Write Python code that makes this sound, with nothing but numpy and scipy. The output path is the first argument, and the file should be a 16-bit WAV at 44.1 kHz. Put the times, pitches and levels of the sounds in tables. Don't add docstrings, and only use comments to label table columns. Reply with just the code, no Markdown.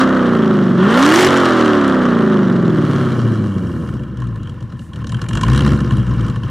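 import sys
import numpy as np
from scipy import signal
from scipy.fft import rfft, irfft, next_fast_len
from scipy.io import wavfile
from scipy.ndimage import uniform_filter1d

SR = 44100
rng = np.random.default_rng(int(sys.argv[2]) if len(sys.argv) > 2 else 0)


def wav_out(sig):
    wavfile.write(sys.argv[1], SR, np.round(np.clip(np.atleast_2d(sig).T, -1, 1) * 32767).astype(np.int16))


N = 286650
TIME = np.arange(N) / SR
PUFF_S, PUFF_SHARE = .0026, .16

# (time [s], rate [firings/s])
SPEED = [(0.0, 260.6), (0.143, 260.0), (0.793, 177.4), (1.043, 284.1), (1.205, 361.3), (1.285, 379.5),
         (2.398, 201.0), (2.879, 146.5), (3.291, 114.5), (4.268, 59.6), (4.514, 45.8), (4.96, 40.1),
         (5.02, 35.4), (5.14, 42.0), (5.29, 43.6), (5.591, 70.0), (5.742, 72.1), (6.197, 57.8), (6.5, 46.5)]
# (opens [s], shuts [s], opening [0-1])
BLIPS = [(-.3, 0.025, 0.89), (0.772, 1.275, 0.83), (5.44, 5.742, 0.58)]
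CYLINDERS = [1.7, -.2, .03, -.15, .57, -.08, -1.75, -.13]
BANKS = [0, 1, 1, 0, 1, 0, 0, 1]
# (time [s], gain [dB])
LOPE = [(3.5, 0), (3.9, 1), (4.02, -1), (4.11, -2.5), (4.24, -0.5), (4.40, 0), (4.52, 0), (4.58, -1.5),
        (4.70, -1.5), (4.8, -2.5), (4.88, -4), (5.0, 0.5), (5.14, 2), (5.27, 2), (5.36, 7), (5.62, -3),
        (5.8, 2.5), (6.05, 0), (6.25, 4), (6.41, -2.5), (6.5, 4.5)]
# (time [s], bark [dB], spit [dB], thump [relative dB])
CRACKS = [(0.786, -30, -52, -19.5), (1.027, -4, -12, -26), (1.057, -21, -11.5, -31), (1.159, -13, -3, -34),
          (1.228, -12, -10, -29), (1.248, -23, -8, -21), (1.269, -8, -24, -17.5), (1.374, -25, -18.5, -25),
          (1.447, -21, -24.5, -38), (1.608, -37, -28, -38), (1.659, -28, -19, -37),
          (1.879, -21, -24.5, -35), (3.8876, -32, -42, -17.5), (3.937, -40, -42, -21),
          (3.993, -38, -54, -19), (4.033, -36, -47, -32.5), (4.170, -42, -44, -22), (4.2, -38, -46, -30),
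          (4.218, -29.5, -45, -27), (4.239, -39, -48, -24), (4.269, -44, -45, -36),
          (4.357, -35, -48, -18.5), (4.43, -44, -49, -32), (4.471, -34, -49, -24), (4.493, -48.5, -45, -22),
          (4.605, -46, -48, -17), (4.624, -42, -47, -37), (4.721, -37, -48, -17.5),
          (4.791, -40, -45.5, -19), (4.932, -33.5, -41, -19.5), (4.958, -42, -39.5, -17),
          (5.041, -27, -42, -21.5), (5.068, -35, -35.5, -16.5), (5.092, -35, -35, -16.5),
          (5.119, -25, -34, -13.5), (5.143, -27, -38, -23), (5.166, -51, -46, -22),
          (5.215, -24.5, -30, -14), (5.239, -30, -45, -19), (5.286, -34, -29, -10.5),
          (5.331, -27, -28, -18.5), (5.351, -23.5, -28.5, -10.5), (5.371, -13, -30.5, -12.5),
          (5.410, -27, -26.5, -14), (5.432, -19, -25.5, -30), (5.48, -29, -36, -20), (5.517, -24, -39, -21),
          (5.532, -26, -32, -18), (5.547, -25.5, -38, -21), (5.559, -20, -28, -28),
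          (5.575, -26.5, -25, -24), (5.606, -28, -28, -31), (5.663, -24, -39, -23), (5.673, -29, -40, -21),
          (5.719, -29, -44, -17), (5.803, -37, -33.5, -12), (5.907, -24, -35, -6.5), (5.92, -31, -41, -21),
          (5.968, -42, -36.5, -6.5), (6.065, -33, -43, -15), (6.113, -29, -56, -10.5),
          (6.136, -46, -45, -10.5), (6.207, -54, -40, -19.5), (6.263, -44, -42, -26),
          (6.281, -47, -39, -13.5), (6.297, -34, -37.5, -18), (6.358, -27, -40, -11),
          (6.432, -29, -43, -10.5)]
# (time [s], level [dB])
HIGH_HISS = [(2.55, -81), (2.9, -55), (3.4, -61), (3.87, -59), (4.1, -76), (4.74, -79), (4.82, -57),
             (4.89, -63), (4.97, -84)]

# (rate [firings/s], level at no load [dB], added by full load [dB])
BURBLE_LEVEL = [(42, -31, 5.5), (70.3, -25, 11), (84, -23, 20), (158, -16.5, -0.5), (277, -16.5, -2),
                (389.6, -15, 4)]
THROAT_LEVEL = [(42.5, -41, 3.5), (61, -30.5, 8.5), (71.3, -27.5, 16.5), (114, -17.5, 3), (160, -29, -6),
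                (220, -54, -1)]
RASP_LEVEL = [(41, -46, 13), (71.2, -41, 18), (99.4, -35.5, -13), (137.5, -24.5, 6), (164, -28, 11),
              (268, -18.5, 6.5), (390, -14, 0.5)]
HISS_LEVEL = [(44, -59, 14), (65.3, -58, 26), (109, -46, 13), (138, -39, 20), (171, -42.5, 4),
              (250.5, -39, 14), (363, -27, 7.5)]
SHOCK_LEVEL = [(130, -73, 8), (230, -62, 19), (305, -42, 16), (382, -43, 15)]
# (pitch [Hz], level at no load [dB], added by full load [dB])
TONE_LEVEL = [(40, -47.5, 5), (60, -31, 16), (74.5, -36.5, 19), (95, -26.5, 10), (118, -14, 6),
              (122, -21, 5), (201, -15, 6.5), (233, -16, -1), (272, -16.5, 8), (370, -18.5, 12)]
OCTAVE_LEVEL = [(84.5, -37, -12), (117.6, -21.5, 11), (146, -37, 24), (181, -24.5, 10), (230, -21, 10),
                (255, -35, 10), (314, -20.5, 2), (370, -26, 16), (403, -37.5, 19), (546, -24.5, -4),
                (750, -49, 27)]

# (frequency [Hz], gain [dB])
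PIPE_EQ = [(20, -53), (38, -17.5), (60, -3.5), (85, -6.5), (110, 6.5), (165, 5), (215, 7), (290, 0),
           (370, 4.5), (430, -3.5), (570, 3.5), (700, -5), (950, -3.5), (1500, -37.5)]
THROAT_EQ = [(150, 2.5), (215, -8.5), (285, -11.5), (345, -10.5), (420, -43), (490, -18.5), (650, -49)]
# (frequency [Hz], gain [dB])
RASP_EQ = [(250, -25), (480, 5), (720, -9.5), (920, -4.5), (1060, -0.5), (1300, 0.5), (1550, -5),
           (1850, -5.5), (2150, -27.5), (2450, -21.5), (3200, -13), (6000, -58.5)]
HISS_EQ = [(500, -44.5), (1500, -17), (2000, 11), (2500, 2.5), (2800, 7.5), (3150, 6.5), (3550, 5),
           (4050, 3), (4700, -2.5), (5700, -4.5), (7200, -10.5), (9700, -18), (12000, -24), (15500, -42)]
CRACKLE_EQ = [(400, -12), (750, 14.5), (2100, 11), (2600, 3), (4000, 0), (7000, -5), (9700, -10.5),
              (12000, -13), (15500, -27)]
SPIT_EQ = [(1200, -17.5), (3000, 6.5), (4200, -1.5), (5000, -8), (7000, -8), (8500, -13.5), (9800, -14.5),
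           (12000, -23), (15500, -31.5)]
# (frequency [Hz], gain [dB])
SNARL_EQ = [(250, -31.5), (400, 0.5), (500, 2.5), (620, 2), (720, -0.5), (920, -10), (1150, 4), (1400, 1.5),
            (1800, -7.5), (2400, -22.5), (4000, -79.5)]
SHOCK_EQ = [(1200, -11.5), (3500, 8), (6000, -0.5), (10000, -29.5), (15000, -29)]
# (frequency [Hz], left minus right [dB])
LEAN = [(35, -2), (70, 1.5), (130, 1.6), (200, -.3), (300, -1.4), (500, -1.7), (1000, -.2), (8000, .3)]

# (frequency [Hz], nominal width [Hz], send [dB])
PIPE_MODES = [(119.3, 6, -4.5), (225.5, 11, -1.5), (313, 37, 0), (476, 18, 5.5)]
BOOMS = [(243, 13, -1), (274, 17, -2), (373, 21.6, 2.5)]
# (frequency [Hz], nominal width [Hz], gain [dB])
TIP_MODES = [(480, 90, -9), (1064, 200, 4), (1366, 980, 0), (1530, 350, -4.5), (1728, 240, 1),
             (2316, 280, 4), (2870, 230, 3), (3120, 670, 3.5), (4130, 1330, 0), (5550, 3100, 3.5),
             (7320, 5000, 0.5), (9200, 4100, 2)]
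# (round trip [s], share thrown back [0-1])
CHAMBERS = [(.0023, 0.11), (.0047, 0.47), (.0083, 0.41)]


def amp(db):
    return 10 ** (np.asarray(db) / 20)


def unit(x):
    return x / np.sqrt(np.mean(x ** 2) + 1e-20)


def steady(x, size=4400):
    power = uniform_filter1d(uniform_filter1d(x ** 2, size), size)
    return x / np.sqrt(abs(power) + 1e-12)


def colour(x, points, size=8192):
    hz, db = np.transpose(points)
    log_hz = np.log(abs(np.fft.fftfreq(size, 1 / SR)) + 1)
    log_gain = np.log(amp(np.interp(log_hz, np.log(hz), db)))
    response = np.fft.ifft(np.exp(np.conj(signal.hilbert(log_gain)))).real
    return signal.oaconvolve(x, response[:size // 2])[:N]


def clicks(times, sizes):
    return np.bincount(np.clip(np.round(times * SR).astype(int), 0, N), sizes, N + 1)[:N]


def level(table, rate, load):
    per_s, base_db, load_db = np.transpose(table)
    at, points = np.log(rate), np.log(per_s)
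    return np.interp(at, points, base_db) + load * np.interp(at, points, load_db)


def high_hiss():
    band = signal.butter(2, [4500, 10500], "bandpass", fs=SR)
    air = unit(signal.lfilter(*band, rng.standard_normal(N)))
    return amp(np.interp(TIME, *np.transpose(HIGH_HISS))) * air


def driveway(x, echo_db=-15, rt60_s=.18, size=9000):
    age = np.arange(size) / SR
    taps = rng.standard_normal((2, size)) * (rng.random((2, size)) < .05) * amp(-60 * age / rt60_s)
    taps /= np.linalg.norm(taps, axis=1, keepdims=True)
    send = colour(x, [(100, -8.0), (500, 0.5), (1500, -7.5), (4000, -3.5), (8000, 7.5), (13000, -4.0)])
    return x + amp(echo_db) * signal.oaconvolve(send[None], taps, axes=1)[:, :N]


def ring(x, modes, share, max_q=15):
    ringing = sum(amp(db) * signal.lfilter(*signal.iirpeak(hz, min(hz / width, max_q), SR), x)
                  for hz, width, db in modes)
    return x + share * ringing


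def pipes(x, calm=1):
    return ring(colour(x, PIPE_EQ), PIPE_MODES, calm)


def muffler(x):
    size = next_fast_len(N + SR // 4)
    hz, spectrum = np.fft.rfftfreq(size, 1 / SR), rfft(x, size)
    for delay, back in CHAMBERS:
        trip = np.exp(-2j * np.pi * hz * delay)
        spectrum = spectrum * (trip - back) / (1 - back * trip)
    return irfft(spectrum, size)[:N]


def tips(x, calm=1, eddy_db=5.5, eddies_per_s=110):
    ringing, moments = 0, TIME * eddies_per_s
    for hz, width, db in TIP_MODES:
        eddies = np.clip(rng.standard_normal(int(moments[-1]) + 2), -2, 1.6)
        fed = x * np.interp(moments, np.arange(len(eddies)), unit(amp(eddy_db * eddies)))
        mode = signal.iirpeak(hz, max(hz / width, 2), SR)
        ringing = ringing + amp(db) * signal.lfilter(*mode, signal.lfilter(*mode, fed))
    wet = .8 * calm
    return (1 - wet) * x + wet * ringing


def puff(age):
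    return (age * np.exp(1 - age)) ** 1.5


def jet(fired, rate, strength, leak, eq, calm, lag_firings=.17):
    arrived = np.maximum(fired - lag_firings, 0)
    gate = strength[arrived.astype(int)] * puff((arrived % 1) / np.minimum(PUFF_SHARE, rate * PUFF_S))
    gas = (leak + gate) * rng.standard_normal(N)
    return steady(tips(colour(gas, eq), calm))


def shocks(times, strength):
    return steady(colour(clicks(times, strength ** 2), SHOCK_EQ))


def hiss(fired, rate, strength, torn, leak, idling, flat_out, hiss_db):
    smooth = jet(fired, rate, strength, leak, HISS_EQ, calm=.19 + 1.14 * idling)
    crackle = jet(fired, rate, torn, .58 * leak, CRACKLE_EQ, calm=.19 * idling)
    edge = amp(1.4 * (hiss_db + 29.5)) * (.5 * (1 - idling) + .43 * flat_out) + 1.34 * idling
    return amp(hiss_db) * (smooth + edge * crackle)


def snarl(times, uneven, bank_delay_s=.00061, jostle_s=.00007):
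    late = bank_delay_s * np.resize(BANKS, len(times)) + jostle_s * rng.standard_normal(len(times))
    return steady(muffler(colour(clicks(times + late, 1 + 1.38 * uneven), SNARL_EQ)))


def rasp(gas, fronts, idling, flat_out):
    thinned = colour(gas, [(550, -3), (1000, 0)])
    grit = idling * gas + (1 - idling) * thinned
    clean = .64 * (1 - idling) - .4 * flat_out
    return np.sqrt(1 - clean) * grit + np.sqrt(clean) * fronts


def cracks(rate, thump_trim_db=-30, linger_db=-15, size=1300):
    starts, bark_db, spit_db, thump_db = np.transpose(CRACKS)
    flow = np.zeros((2, N + size))
    for start, gains in zip(starts, amp(np.c_[bark_db, spit_db])):
        at = int(start * SR)
        age = np.arange(size) / SR / min(PUFF_S, PUFF_SHARE / rate[at])
        flow[:, at:at + size] += gains[:, None] * np.maximum(puff(age), amp(linger_db) * puff(age / 3))
    bark, spit = flow[:, :N] * rng.standard_normal((2, N)) + 1e-12
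    bark = np.std(bark) * unit(tips(colour(bark, RASP_EQ)))
    spit = np.std(spit) * unit(tips(colour(spit, SPIT_EQ), calm=.59))
    pushes = clicks(starts, amp(thump_db))
    thump = unit(muffler(pipes(colour(pushes, [(120, 6.5), (500, -24.5)]))))
    return bark + spit + np.linalg.norm(pushes) * amp(thump_trim_db) * thump


def burble(fired, uneven, idling, load, width_firings=.098, steps=64):
    grid = np.zeros(len(uneven) * steps)
    grid[::steps] = uneven
    age = np.arange(4 * steps) / steps / width_firings
    pressure = np.convolve(grid, np.gradient(age ** 2 * np.exp(-age)))
    pulses = steady(np.interp(fired * steps, np.arange(len(pressure)), pressure))
    turbulence = amp(-6.5 + 2.5 * idling) * rng.standard_normal(N)
    body = steady(muffler(pipes(pulses + turbulence, calm=idling)))
    return ring(body, BOOMS, share=np.clip(1 - idling + .5 * load, 0, 1))


def drone(fired, rate, load):
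    wander = steady(colour(rng.standard_normal(N), [(15, 0), (60, -40), (300, -90)]))
    phase = 2 * np.pi * (fired + np.interp(rate, [80, 200], [.014, .011]) * wander)
    tone = amp(level(TONE_LEVEL, rate, load)) * np.cos(phase)
    octave = amp(level(OCTAVE_LEVEL, 2 * rate, load)) * np.cos(2 * phase)
    hz, db = np.transpose(THROAT_EQ)
    throat = sum(amp(np.interp(k * rate, hz, db)) * np.cos(k * phase - k ** 2) for k in range(3, 9))
    return np.sqrt(2) * (tone + octave + amp(level(THROAT_LEVEL, rate, load)) * throat)


def engine_speed():
    times, per_s = np.transpose(SPEED)
    return np.exp(np.interp(TIME, times, np.log(per_s)))


def engine_load(fill_s=.024, empty_s=.011, valve_s=4.96, valve_opening=.36):
    def settled(start, lag_s):
        return 1 - np.exp(-np.maximum(TIME - start, 0) / lag_s)
    blips = sum(opening * (settled(opens, fill_s) - settled(shuts, empty_s))
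                for opens, shuts, opening in BLIPS)
    return blips + valve_opening * settled(valve_s, fill_s)


def combustion(times, idling, throttle, flat_out):
    luck, scatter = rng.standard_normal((len(times), 2)).T
    ragged = np.interp(times, TIME, idling * (1 - .5 * throttle) + .5 * flat_out)
    scatter_db = np.interp(times, TIME, 2.8 + 5.2 * (1 - idling) * (1 - throttle))
    uneven = np.resize(CYLINDERS, len(times)) + luck * (.18 + .8 * ragged)
    slow = np.interp(times, TIME, idling)
    strength = amp((2 - 1.1 * slow) * uneven + scatter_db * np.clip(scatter, -2, 1.3))
    return uneven, strength, strength ** (2.3 - 1.1 * slow)


def scene():
    rate, load = engine_speed(), engine_load()
    fired = np.cumsum(rate) / SR
    times = np.interp(np.arange(int(fired[-1]) + 2), fired, TIME)
    throttle = np.clip(uniform_filter1d(np.gradient(np.log(rate)) * SR, 3000) / .55, 0, 1)
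    idling = np.clip(1.4 - rate / 110, 0, 1)
    flat_out = throttle * (1 - idling)
    uneven, strength, torn = combustion(times, idling, throttle, flat_out)
    pulling = np.maximum(throttle, np.clip(2 * load - 1, 0, 1))
    leak = amp(idling * (6 - 18 * pulling))
    gas = jet(fired, rate, strength, .8 * leak, RASP_EQ, calm=idling)
    exhaust = amp(level(RASP_LEVEL, rate, load)) * rasp(gas, snarl(times, uneven), idling, flat_out)
    exhaust += hiss(fired, rate, strength, torn, leak, idling, flat_out, level(HISS_LEVEL, rate, load))
    exhaust += amp(level(SHOCK_LEVEL, rate, load)) * shocks(times, strength)
    exhaust += drone(fired, rate, load)
    exhaust += amp(level(BURBLE_LEVEL, rate, load)) * burble(fired, uneven, idling, load)
    lope = amp(np.interp(TIME, *np.transpose(LOPE)))
    return driveway(lope * exhaust + cracks(rate) + high_hiss())


def limiter(x, ceiling_db=-8.0, release_db_per_s=90, size=400):
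    power_db = 10 * np.log10(abs(uniform_filter1d((x ** 2).mean(0), size)) + 1e-12)
    fall = TIME * release_db_per_s
    over_db = np.maximum(np.maximum.accumulate(power_db + fall) - fall - ceiling_db, 0)
    return x / amp(uniform_filter1d(over_db, size))


def record(dry):
    hz, db = np.transpose(LEAN)
    lean_db = np.interp(np.log(np.fft.rfftfreq(N, 1 / SR) + 1), np.log(hz), db)
    pair = limiter(irfft(rfft(dry) * amp(np.array([[.5], [-.5]]) * lean_db), N))
    rounded = pair / (1 + (pair / .97) ** 8) ** (1 / 8)
    high_cut = signal.firwin(511, 15750, window=("kaiser", 9), fs=SR)
    return signal.oaconvolve(rounded, high_cut[None], "same")


dry = scene()
out = record(dry)
wav_out(out)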